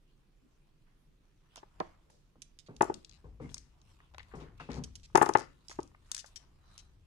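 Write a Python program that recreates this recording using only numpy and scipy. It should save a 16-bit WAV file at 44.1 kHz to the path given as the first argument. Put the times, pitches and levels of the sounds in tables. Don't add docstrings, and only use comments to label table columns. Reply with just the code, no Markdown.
import sys
import numpy as np
from scipy import signal
from scipy.fft import rfft, irfft, next_fast_len
from scipy.io import wavfile
from scipy.ndimage import uniform_filter1d, map_coordinates

SR = 44100
rng = np.random.default_rng(int(sys.argv[2]) if len(sys.argv) > 2 else 0)


def convert_level_to_amplitude(level_db):
    exponent = np.asarray(level_db, float) / 20
    return 10 ** exponent


def to_wav(sig):
    pcm = np.clip(np.atleast_2d(sig), -1, 1) * 32767
    pcm = np.round(pcm).astype(np.int16)
    wavfile.write(sys.argv[1], SR, pcm.T)


N = 311346

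# (frequency [Hz], level [dB])
AIR_SPECTRUM = [(12, -33.5), (20, 0), (44, -5), (59, -32), (122, -15.5), (152, -12.5), (205, -22),
                (350, -23), (681, -36.5), (3140, -41), (8300, -52), (10700, -53.5), (15300, -57.5)]
# (frequency [Hz], likeness [0-1])
AIR_LIKENESS = [(60, 0.88), (240, 0.75), (950, 0.065), (3770, 0.053), (15000, 0.5)]
# (frequency [Hz], t60 [s])
ROOM_DECAY = [(150, 0.51), (800, 0.21), (3000, 0.38), (7000, 0.26), (13000, 0.21)]
# (frequency [Hz], gain [dB])
PORT_RESPONSE = [(1000, 0), (3000, -.6), (6000, .6), (10000, -2), (12500, -9), (15000, -16), (17000, -24)]
# (time [s], half length [s], frequency [Hz], width [Hz], level [dB])
FAINT_SWELLS = [(0.099, .04, 2970, 700, -81), (0.458, .03, 262, 80, -67), (0.532, .05, 5500, 3000, -86),
                (1.02, .05, 10500, 2500, -87), (1.09, 0.035, 153, 39.8, -68.5), (3.453, .03, 2130, 203, -65),
                (4.037, 0.033, 1030, 500, -72), (4.038, 0.048, 2990, 1200, -74.5), (4.61, 0.015, 2650, 300, -57),
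                (4.65, .045, 2660, 150, -65), (6.75, 0.1, 3960, 300, -72), (1.53, 0.032, 3060, 800, -74.5),
                (1.58, .014, 2970, 900, -59.5), (1.58, .014, 5400, 900, -61), (6.17, 0.05, 2000, 1790, -70),
                (2.129, 0.062, 485, 303, -72), (3.762, 0.048, 905, 600, -77.5), (6.718, 0.11, 1284, 300, -75.5),
                (2.955, .028, 200, 70, -52), (1.815, .015, 200, 100, -55), (4.581, .005, 3000, 5000, -67)]
# (time [s], level [dB])
TABLE_PUSHES = [(1.78, -61.5), (2.8, -55.5), (3.12, -60), (3.28, -50), (3.45, -50.5), (3.85, -62.5),
                (4.15, -55.5), (4.36, -50.5), (4.55, -55.5), (4.75, -43), (4.871, -60), (5.14, -55.5),
                (5.779, -55.5), (5.98, -70)]
# (time [s], level [dB])
TREMOR = [(0, -80), (2.4, -73), (6.2, -67.5), (7.06, -62.5)]
# (frequency [Hz], width [Hz], level [dB])
LEG_MODES = [(60.5, 53, 0)]
# (time of full speed [s], dull rub [dB], bright rustle [dB])
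FINGER_STROKES = [(1.579, -71.5, -80.5), (1.85, -64, -79.5), (2.87, -76, -68), (3.191, -75.5, -84.5),
                  (3.901, -74.5, -73.5), (4.3, -74.5, -78.5), (4.42, -62, -96), (4.779, -71, -75.5),
                  (5.27, -66.5, -63), (5.74, -71.5, -68), (6.112, -70, -76), (6.27, -77, -74),
                  (6.42, -72, -90), (6.74, -69, -73.5)]
# (frequency [Hz], level [dB per Hz])
RUB_SPECTRUM = [(300, -26), (600, 0), (1100, 4.5), (2200, -6.5), (4000, -17.5), (8000, -43)]
# (frequency [Hz], level [dB per Hz])
RUSTLE_SPECTRUM = [(1200, -40.5), (2500, 0.5), (4200, -3), (7000, -6), (11000, -11.5), (15000, -29.5)]
# (time [s], peak [dB], left-right [dB], centre [Hz], t60 [s])
CARD_BRUSHES = [(0.858, -67.5, -4, 1380, 0.67), (2.096, -61.5, -1, 5000, 0.57), (3.403, -59, 9.5, 1875, 1),
                (3.412, -61.5, 5.5, 6400, 0.67), (3.50, -60.5, 15, 5620, 0.56),
                (4.351, -57, 7.5, 5300, 0.31), (4.40, -51.5, 6.5, 2930, 0.24), (4.596, -48, 7, 2630, 0.36),
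                (4.698, -44.5, 4, 1770, 0.38), (6.06, -65, 5, 6250, 0.37), (6.259, -48, 12, 5600, 0.12)]
# (time [s], peak [dB], left-right [dB], edge [dB])
HAND_THUDS = [(2.358, -59, -4, -25.5), (2.685, -43.5, 0.5, -6), (3.241, -49.5, 5.5, -4.5),
              (3.399, -39.5, 4.5, -4.5), (3.442, -41.5, 4, -14), (4.336, -41.5, 5, 0.5), (4.36, -47, 2, -9),
              (4.409, -44.5, 5.5, -4.5), (4.477, -54, 4.5, -23), (4.598, -49, 2.5, -3),
              (4.688, -35, 6.5, -7), (4.737, -37, 4.5, -12), (4.767, -33.5, 5.5, -11.5),
              (4.805, -47, -1.5, -22)]
# (frequency [Hz], width [Hz], level [dB])
TABLE_MODES = [(109.9, 31, -6.5), (151, 34, 2), (250.4, 22, 0.5), (293, 41, -4)]
# (frequency [Hz], width [Hz], level [dB])
EDGE_MODES = [(433, 110, 10), (600, 150, -5), (778, 440, -1), (1310, 150, -11)]
# (time [s], peak [dB], left-right [dB], centre [Hz], t60 [s])
CARD_TAPS = [(1.558, -56, 2, 760, 0.12), (1.576, -55.5, -8, 644, 0.029), (1.804, -46, -11, 1080, 0.048),
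             (2.356, -64.5, 0.5, 600, 0.048), (3.491, -65, 3, 900, .03), (3.498, -62, 13, 3290, .02),
             (3.515, -63.5, 3, 900, 0.03), (3.543, -57.5, 0.5, 950, 0.029), (3.565, -63.5, 4, 950, 0.029),
             (3.568, -58, 9, 2180, 0.016), (4.003, -57, 1, 1110, 0.022), (4.137, -64, 4.5, 900, 0.021),
             (4.147, -60, 13, 2000, 0.017), (4.145, -53.5, 3, 740, 0.023), (4.181, -47.5, -2, 880, 0.016),
             (4.194, -53.5, 17, 2100, 0.031), (4.202, -52, 4, 2000, 0.034), (4.203, -58.5, 2, 900, 0.064),
             (4.314, -62, 13, 1220, 0.15), (4.599, -45, 4.5, 1290, 0.11), (4.606, -52, 9.5, 860, 0.12),
             (5.099, -67.5, 4.5, 910, 0.041), (5.7133, -45, 2.5, 1100, 0.022),
             (5.915, -69, 7.5, 943, 0.025), (5.947, -55.5, 3.5, 1143, 0.019),
             (6.115, -52.5, 10, 1500, 0.026), (6.145, -49.5, 12, 1690, 0.02), (6.165, -53, 3, 1760, 0.021),
             (6.178, -50.5, 7, 1770, 0.036), (6.243, -50.5, 3, 958, 0.016), (6.254, -62.5, 3, 837, 0.014),
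             (4.34, -67, 11, 1600, 0.096), (6.36, -60, 5, 2000, 0.047)]
# (time [s], peak [dB], left-right [dB], contact [ms])
FLOOR_KNOCKS = [(1.63, -40, -1, 0.53), (2.1, -55, -6, 0.1), (2.8096, -7.5, 0, 0.45),
                (2.8273, -15, -1.5, 0.6), (2.849, -28.5, -2.5, 1.3), (2.8977, -17, -3.5, 1.06),
                (2.884, -38, -3, 2.1), (2.916, -33, -7, 1.26), (2.807, -22, 0.5, 1.5),
                (5.1491, -9.5, 0, 1.04), (5.1549, -6, 3, 0.27), (5.1766, -11, 2, 0.43),
                (5.2122, -21, 3, 1.5), (5.2143, -7, 4, 0.38), (5.188, -26.5, 2.5, 0.54),
                (5.24, -26, 4, 0.56), (5.2262, -11, 6, 0.44), (5.262, -19.5, 0, 0.46),
                (5.2908, -14.5, 3.5, 0.61), (5.309, -30.5, 3, 1), (5.3505, -21.5, 0, 0.82),
                (5.3521, -6.5, 3.5, 0.31), (5.369, -26.5, 2, 0.72), (5.388, -33, 6, 0.6),
                (5.41, -36, 2, 0.39), (5.696, -43.5, -0.5, 1.16), (5.7886, -20, -2, 1.06),
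                (5.197, -30, 2, 1.2), (5.279, -28.5, 2, 0.47)]
# (frequency [Hz], width [Hz], signed share at left port, at right port)
FLOOR_MODES = [(355, 85, -.46, -.12), (429, 86, .29, .18), (524, 55, -.03, .08), (610, 341, -.06, -.12),
               (751, 40, .01, .15), (841, 78, .95, .2), (903, 112, -.53, -.28), (1067, 49, .28, .02),
               (1151, 86, -.29, .06), (1271, 78, .37, -.19), (1500, 100, -.2, .08), (1728, 110, -.17, -.08),
               (2016, 55, .04, .09), (2544, 350, .01, -.11)]
# (time [s], peak [dB], left-right [dB], contact [ms])
RIM_HITS = [
    (1.8024, -17, 1.5, 0.58),
    (1.809, -24, 9.5, 0.88),
]
# (frequency [Hz], width [Hz], signed share at left port, at right port)
RIM_MODES = [(180, 78, 0.034, 0.21), (343, 16, -0.072, -1.4), (507, 34, 0.006, 0.65),
             (627, 16.5, -0.14, -1.2), (786, 55, -0.058, 0.97), (875, 70, 0.052, -0.63),
             (963, 54, 0.082, 1), (1077, 41, -0.74, -0.26), (1230, 80, 0.45, 0.57),
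             (1320, 76, -0.63, -0.033), (1860, 57, 0.099, 0.19), (2410, 140, 0.18, 0.32)]
# (frequency [Hz], width [Hz], level [dB])
LOOSE_STONES = [(600, 900, 3), (1380, 1700, 3.5), (2570, 590, 3)]
# (time [s], peak [dB], left-right [dB], centre [Hz], top sparkle [dB])
STONE_CLICKS = [(1.5579, -42, -8, 5300, -6), (1.5683, -46, 0, 5300, -24), (1.8006, -43, -8, 3240, -17.5),
                (2.1027, -56, 4, 4980, 8), (2.7643, -46.5, -3.5, 4750, -17), (2.81, -44, -3.5, 2980, 6),
                (2.821, -27, -7, 6490, -7.5), (2.8424, -40.5, 2, 6000, -3), (5.1542, -21, -3.5, 5330, -17),
                (5.1734, -21.5, 4, 6500, -3.5), (5.2116, -50, 10, 2950, 7.5),
                (5.222, -27, 11.5, 7700, -10.5), (5.2278, -27, -6.5, 8060, -12.5),
                (5.259, -31.5, 4.5, 5180, -8.5), (5.2895, -32, 10, 6300, -12.5),
                (5.336, -36.5, 12.5, 5500, -20), (5.3716, -36.5, 8.5, 5500, -12.5),
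                (5.3836, -39, -1.5, 5810, -16.5), (5.3936, -39.5, -3, 6000, -19),
                (5.3998, -42, -10, 5770, -21)]
# (time [s], peak [dB], left-right [dB], centre [Hz], low body [dB])
FINGER_CLICKS = [(1.5579, -47, 4, 3000, -22), (2.418, -60.5, -11, 2570, -10), (2.941, -38, 11, 4890, -10.5),
                 (3.0465, -44, 11.5, 4460, -15.5), (3.094, -50, 10, 4700, -13),
                 (3.112, -53.5, 8, 4250, -17), (3.492, -52.5, -2, 3400, 1), (3.516, -59, 2, 3600, -4),
                 (3.5426, -29, 3, 5570, -29), (3.5792, -39, 10, 5300, -26), (3.815, -58, 2.5, 4590, -18),
                 (4.138, -63, 4, 3390, -2), (4.145, -53, 2, 3380, -3), (4.1815, -43.5, 10.5, 2710, -3),
                 (4.2294, -55.5, 13, 3760, 2), (4.716, -45.5, 9, 4400, -21), (4.731, -49, 13, 4450, -20),
                 (4.7412, -49.5, 15, 4430, -11), (4.997, -59.5, 7.5, 4130, -7.5),
                 (5.683, -42, -10, 5460, -17.5), (5.6954, -41.5, 5, 5140, -4),
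                 (5.7552, -58.5, 12.5, 4920, -12), (5.803, -52, 7, 5510, -2), (5.811, -57, 4, 4800, -3),
                 (5.8298, -46.5, 1.5, 6250, -12), (5.875, -59, 9, 5850, -14), (6.1154, -24, 7, 5920, -10),
                 (6.1465, -27.5, 9.5, 5960, -9.5), (6.165, -33.5, 4, 5870, -6),
                 (6.1783, -37.5, 15, 5630, -20), (6.1861, -41, 12, 5620, -10), (6.741, -63, 9, 7080, -9),
                 (6.778, -40.5, 3.5, 6260, -1.5)]
# (time [s], peak [dB], left-right [dB], first gap [s], loss [dB per bounce])
BOUNCES = [(1.577, -48, 5, 0.0091, 4), (2.419, -31, -5.5, 0.003, 5.5), (2.5881, -39.5, -8.5, 0.0067, 4.5),
           (2.662, -55, -6.5, 0.0027, 0.5), (3.1236, -52.5, 14, 0.0095, 1.5), (4.194, -55, -3.5, 0.0085, 2),
           (4.7503, -45, 9.5, 0.0077, 1.1), (4.837, -32.5, 0, 0.0021, 2), (4.954, -32, -3.5, 0.0031, 4.5),
           (5.032, -46.5, -1.5, 0.005, 0.36), (5.4068, -42.5, 12.5, 0.0115, 3),
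           (5.703, -35.5, -2, 0.0066, 2.2), (6.192, -32, 11.5, 0.0039, 2.36),
           (6.3582, -34.5, 10, 0.0036, 2), (6.788, -42, 7.5, 0.0049, 2.5)]


def unit(x):
    return x / np.sqrt(np.mean(x ** 2) + 1e-20)


def along(points, hz):
    f, v = np.transpose(points)
    return np.interp(np.log(hz + 1), np.log(f + 1), v)


def filtered(x, response):
    n = x.shape[-1]
    m = next_fast_len(n + 4096)
    return irfft(rfft(x, m) * response(np.fft.rfftfreq(m, 1 / SR)), m)[..., :n]


def resonance(f, hz, width_hz):
    return 1j * f * width_hz / (hz * hz - f * f + 1j * f * width_hz)


def modes(rows):
    return lambda f: sum((-1) ** k * convert_level_to_amplitude(db) * resonance(f, hz, width)
                         for k, (hz, width, db) in enumerate(rows))


def above(f, hz):
    return (1j * f / hz / (1 + 1j * f / hz)) ** 2


def add(out, s, sound, db, pan_db, lag_s):
    pair = sound / np.abs(sound).max() * np.ones((2, 1))
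    pair = np.pad(pair, ((0, 0), (0, 64)))
    pair[0] = np.roll(pair[0], round(lag_s * SR))
    span = out[:, round(s * SR):][:, :pair.shape[1]]
    span += convert_level_to_amplitude(db + np.array([[pan_db / 2], [-pan_db / 2]])) * pair[:, :span.shape[1]]


def rush(spectrum, alike, patchy_db):
    z = signal.stft(rng.standard_normal((2, N)), nperseg=512)[2]
    patches = uniform_filter1d(rng.standard_normal(z.shape[1:]), size=8, axis=0)
    patches = uniform_filter1d(patches, size=10, axis=1)
    pair = signal.istft(z * convert_level_to_amplitude(patchy_db * unit(patches)), nperseg=512)[1][:, :N]

    def mid_side(hz):
        turn = np.arccos(np.clip(along(alike, hz), -1, 1)) / 2
        return convert_level_to_amplitude(along(spectrum, hz)) * [np.cos(turn), np.sin(turn)]

    mid, side = filtered(pair, mid_side)
    return unit(np.array([mid + side, mid - side]))


def room_tone():
    return convert_level_to_amplitude(-66 + np.array([[-.8], [.8]])) * rush(AIR_SPECTRUM, AIR_LIKENESS, patchy_db=.5)


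def room(x):
    out, step = np.zeros((2, N + 2 * SR)), SR // 4
    for at in range(0, N, step):
        hz, t, z = signal.stft(rng.standard_normal((2, SR // 2)), SR, nperseg=256)
        decay = convert_level_to_amplitude(-60 * t / along(ROOM_DECAY, hz)[:, None])
        tail = signal.istft(z * decay, SR, nperseg=256)[1]
        wet = signal.fftconvolve(x[:, at:at + step], tail / np.linalg.norm(tail[0]), axes=1)
        out[:, at + 250:][:, :wet.shape[1]] += wet
    return out[:, :N]


def faint_swells():
    out = np.zeros((2, N))
    t = np.arange(-SR // 4, SR // 4) / SR
    for s, half_s, hz, width_hz, db in FAINT_SWELLS:
        noise = rng.standard_normal((2, len(t)))
        hiss = unit(filtered(noise, lambda f: modes([(hz, width_hz, 0)])(f) ** 2))
        swell = convert_level_to_amplitude(db) * np.exp(-(t / half_s) ** 2)
        at = round(s * SR) - SR // 4
        out[:, max(at, 0):at + len(t)] += (swell * hiss)[:, max(-at, 0):]
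    return out


def sway():
    swell_s, t60_s = 0.051, 0.9
    t = np.arange(N) / SR
    power = convert_level_to_amplitude(np.interp(t, *np.transpose(TREMOR))) ** 2
    for s, db in TABLE_PUSHES:
        since = np.maximum(t - s + swell_s, 0)
        swing = convert_level_to_amplitude(db + 4.5 - 60 * since / t60_s) * (1 - np.exp(-since / swell_s))
        power = power + swing ** 2
    return np.sqrt(power)


def rocking():
    rock = filtered(rng.standard_normal(N), lambda f: modes(LEG_MODES)(f) ** 2)
    envelope = np.abs(signal.hilbert(rock, next_fast_len(N))[:N])
    rock /= envelope + .9 * rock.std()
    return sway() * convert_level_to_amplitude([[1.5], [-2.5]]) * unit(rock)


def fingers():
    t = np.arange(N) / SR
    rub, rustle = convert_level_to_amplitude(-87), convert_level_to_amplitude(-87)
    for s, rub_db, rustle_db in FINGER_STROKES:
        speed = convert_level_to_amplitude(np.minimum(131 * (t - s), 100.5 * (s - t)))
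        rub = rub + convert_level_to_amplitude(rub_db) * speed
        rustle = rustle + convert_level_to_amplitude(rustle_db) * speed
    coarse = rng.standard_normal(N // 150 + 4)
    grain = unit(convert_level_to_amplitude(2.2 * map_coordinates(coarse, [np.arange(N) / 150])))
    body = rush(RUB_SPECTRUM, [(1000, 0.24)], patchy_db=2.5)
    bright = rush(RUSTLE_SPECTRUM, [(4000, 0.1)], patchy_db=3.5)
    return grain * (rub * body + rustle * bright)


def brushes():
    out, t = np.zeros((2, N)), np.arange(SR // 3) / SR
    for s, db, pan_db, hz, t60 in CARD_BRUSHES:
        rise = 1 - np.exp(-t / (0.0088 * t60))
        stroke = rng.standard_normal((2, len(t))) * convert_level_to_amplitude(-60 * t / t60) * rise
        stroke = filtered(stroke, lambda f: modes([(hz, hz * 1.1, 0)])(f) ** 2)
        add(out, s, stroke, db, pan_db, lag_s=0)
    return out


def thuds():
    out, t = np.zeros((2, N)), np.arange(SR // 2) / SR
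    for s, db, pan_db, edge_db in HAND_THUDS:
        shake = rng.standard_normal((2, len(t))) * convert_level_to_amplitude(-60 * t / 0.24) * (1 - np.exp(-t / 0.00075))
        low, edge = filtered(shake, lambda f: 1 / (1 + 1j * f / 1500) ** 2)
        add(out, s, filtered(low, modes(TABLE_MODES)), db, pan_db, lag_s=0.0001)
        add(out, s, filtered(edge, modes(EDGE_MODES)), db + edge_db + 4.5, pan_db, lag_s=0.00022)
    return out


def taps():
    out, t = np.zeros((2, N)), np.arange(SR // 12) / SR
    for s, db, pan_db, hz, t60 in CARD_TAPS:
        scuff = rng.standard_normal(len(t)) * convert_level_to_amplitude(-60 * t / t60)
        surface = modes([(hz, 450, 0), (hz * 2.1, 700, -8)])
        tap = filtered(scuff, lambda f: surface(f) / (1 + 1j * f / 3500) ** 2)
        add(out, s, tap, db + 8, pan_db, lag_s=0.00019)
    return out


def box():
    out, t = np.zeros((2, N)), np.arange(SR // 12) / SR
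    blow, long_blow = np.zeros(len(t)), np.zeros(SR // 4)
    blow[0] = long_blow[0] = 1
    settling = convert_level_to_amplitude(-7 / (1 + np.exp((.0125 - t) / .0012)))
    blows = [(FLOOR_MODES, row) for row in FLOOR_KNOCKS] + [(RIM_MODES, row) for row in RIM_HITS]
    for body, (s, db, pan_db, contact_ms) in blows:
        spot = convert_level_to_amplitude(rng.normal(0, .8, len(body)))

        def soft(f):
            return (1 + 1j * f * contact_ms / 1000) ** -4

        def ring(f):
            return sum(gain * np.array([[left], [right]]) * resonance(f, hz, width)
                       for gain, (hz, width, left, right) in zip(spot, body))

        knock = settling * filtered(blow, lambda f: ring(f) * soft(f))
        add(out, s, knock, db, pan_db, lag_s=0)
        shaken = rng.standard_normal(len(t)) * convert_level_to_amplitude(-60 * t / 0.032) * (1 - np.exp(-t / 0.0015)) ** 2
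        grit = filtered(shaken, lambda f: modes(LOOSE_STONES)(f) * soft(f))
        add(out, s, grit, db - 13, pan_db + 7, lag_s=0.00058)
        carried = filtered(long_blow, lambda f: modes(TABLE_MODES)(f) * soft(f))
        add(out, s, carried, db - 32, 3, lag_s=0)
    return out


def click(hz, top_db, low_db):
    t = np.arange(700) / SR
    scatter = rng.standard_normal((2, len(t))) * convert_level_to_amplitude(-13.5 - 60 * t / 0.016) * (1 - np.exp(-t / .00015))
    scatter = filtered(scatter, modes([(hz * 0.91, 4500, 0)]))
    scatter[:, 0] = 1
    scatter[:, 145] += convert_level_to_amplitude(-11)
    spark = modes([(hz * 0.45, 1600, low_db), (hz, 2400, 0), (hz * 1.576, 3500, -6)])
    sparkle = modes([(10890, 2400, top_db)])
    return filtered(scatter, lambda f: (spark(f) + sparkle(f)) * above(f, 770))


def stones():
    out, bounce = np.zeros((2, N)), np.arange(12)
    late_s, lag_s = .0008, .00029
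    for s, db, pan_db, hz, top_db in STONE_CLICKS:
        add(out, s + late_s, click(hz, top_db, low_db=-9), db + 6.5, pan_db, lag_s)
    for s, db, pan_db, hz, low_db in FINGER_CLICKS:
        top_db = -23 + 0.5 * (db + 40)
        add(out, s + late_s, click(hz, top_db, low_db), db + 6.5, pan_db, lag_s)
    for s, db, pan_db, gap, loss_db in BOUNCES:
        gaps = gap * .84 ** bounce * convert_level_to_amplitude(rng.normal(0, .3, len(bounce)))
        times = s + np.cumsum(gaps) - gaps
        uneven_db = rng.normal(0, 1, len(bounce)) * (bounce > 0)
        levels = db + 0.5 - loss_db * bounce + uneven_db
        hz = 5300 + 63.5 * (db + 38)
        tick = click(hz, -24 + 0.5 * (db + 36.5), low_db=-4.5)
        for at, level_db in zip(times, levels):
            add(out, at + late_s, tick, level_db, pan_db, lag_s)
    return out


def scene():
    bright, hollow, low = stones(), box() + taps(), thuds()
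    distant = filtered(hollow, lambda f: 1 - modes([(390, 140, -4)])(f) - modes([(865, 160, -4)])(f))
    wet = room(convert_level_to_amplitude(-14.5) * bright + convert_level_to_amplitude(-14) * distant + convert_level_to_amplitude(-11) * low)
    near = bright + hollow + low + brushes() + wet
    near = filtered(near, lambda hz: convert_level_to_amplitude(along(PORT_RESPONSE, hz)))
    return near + rocking() + fingers() + room_tone() + faint_swells()


def band_limit(x):
    return signal.sosfilt(signal.butter(12, 16370, fs=SR, output="sos"), x)


def record(dry):
    band = filtered(dry, lambda hz: convert_level_to_amplitude(-7 * (hz > 15450)))
    mix = band / (1 + np.abs(band / .85) ** 4) ** (1 / 4)
    return band_limit(mix)


dry = scene()
out = record(dry)
to_wav(out)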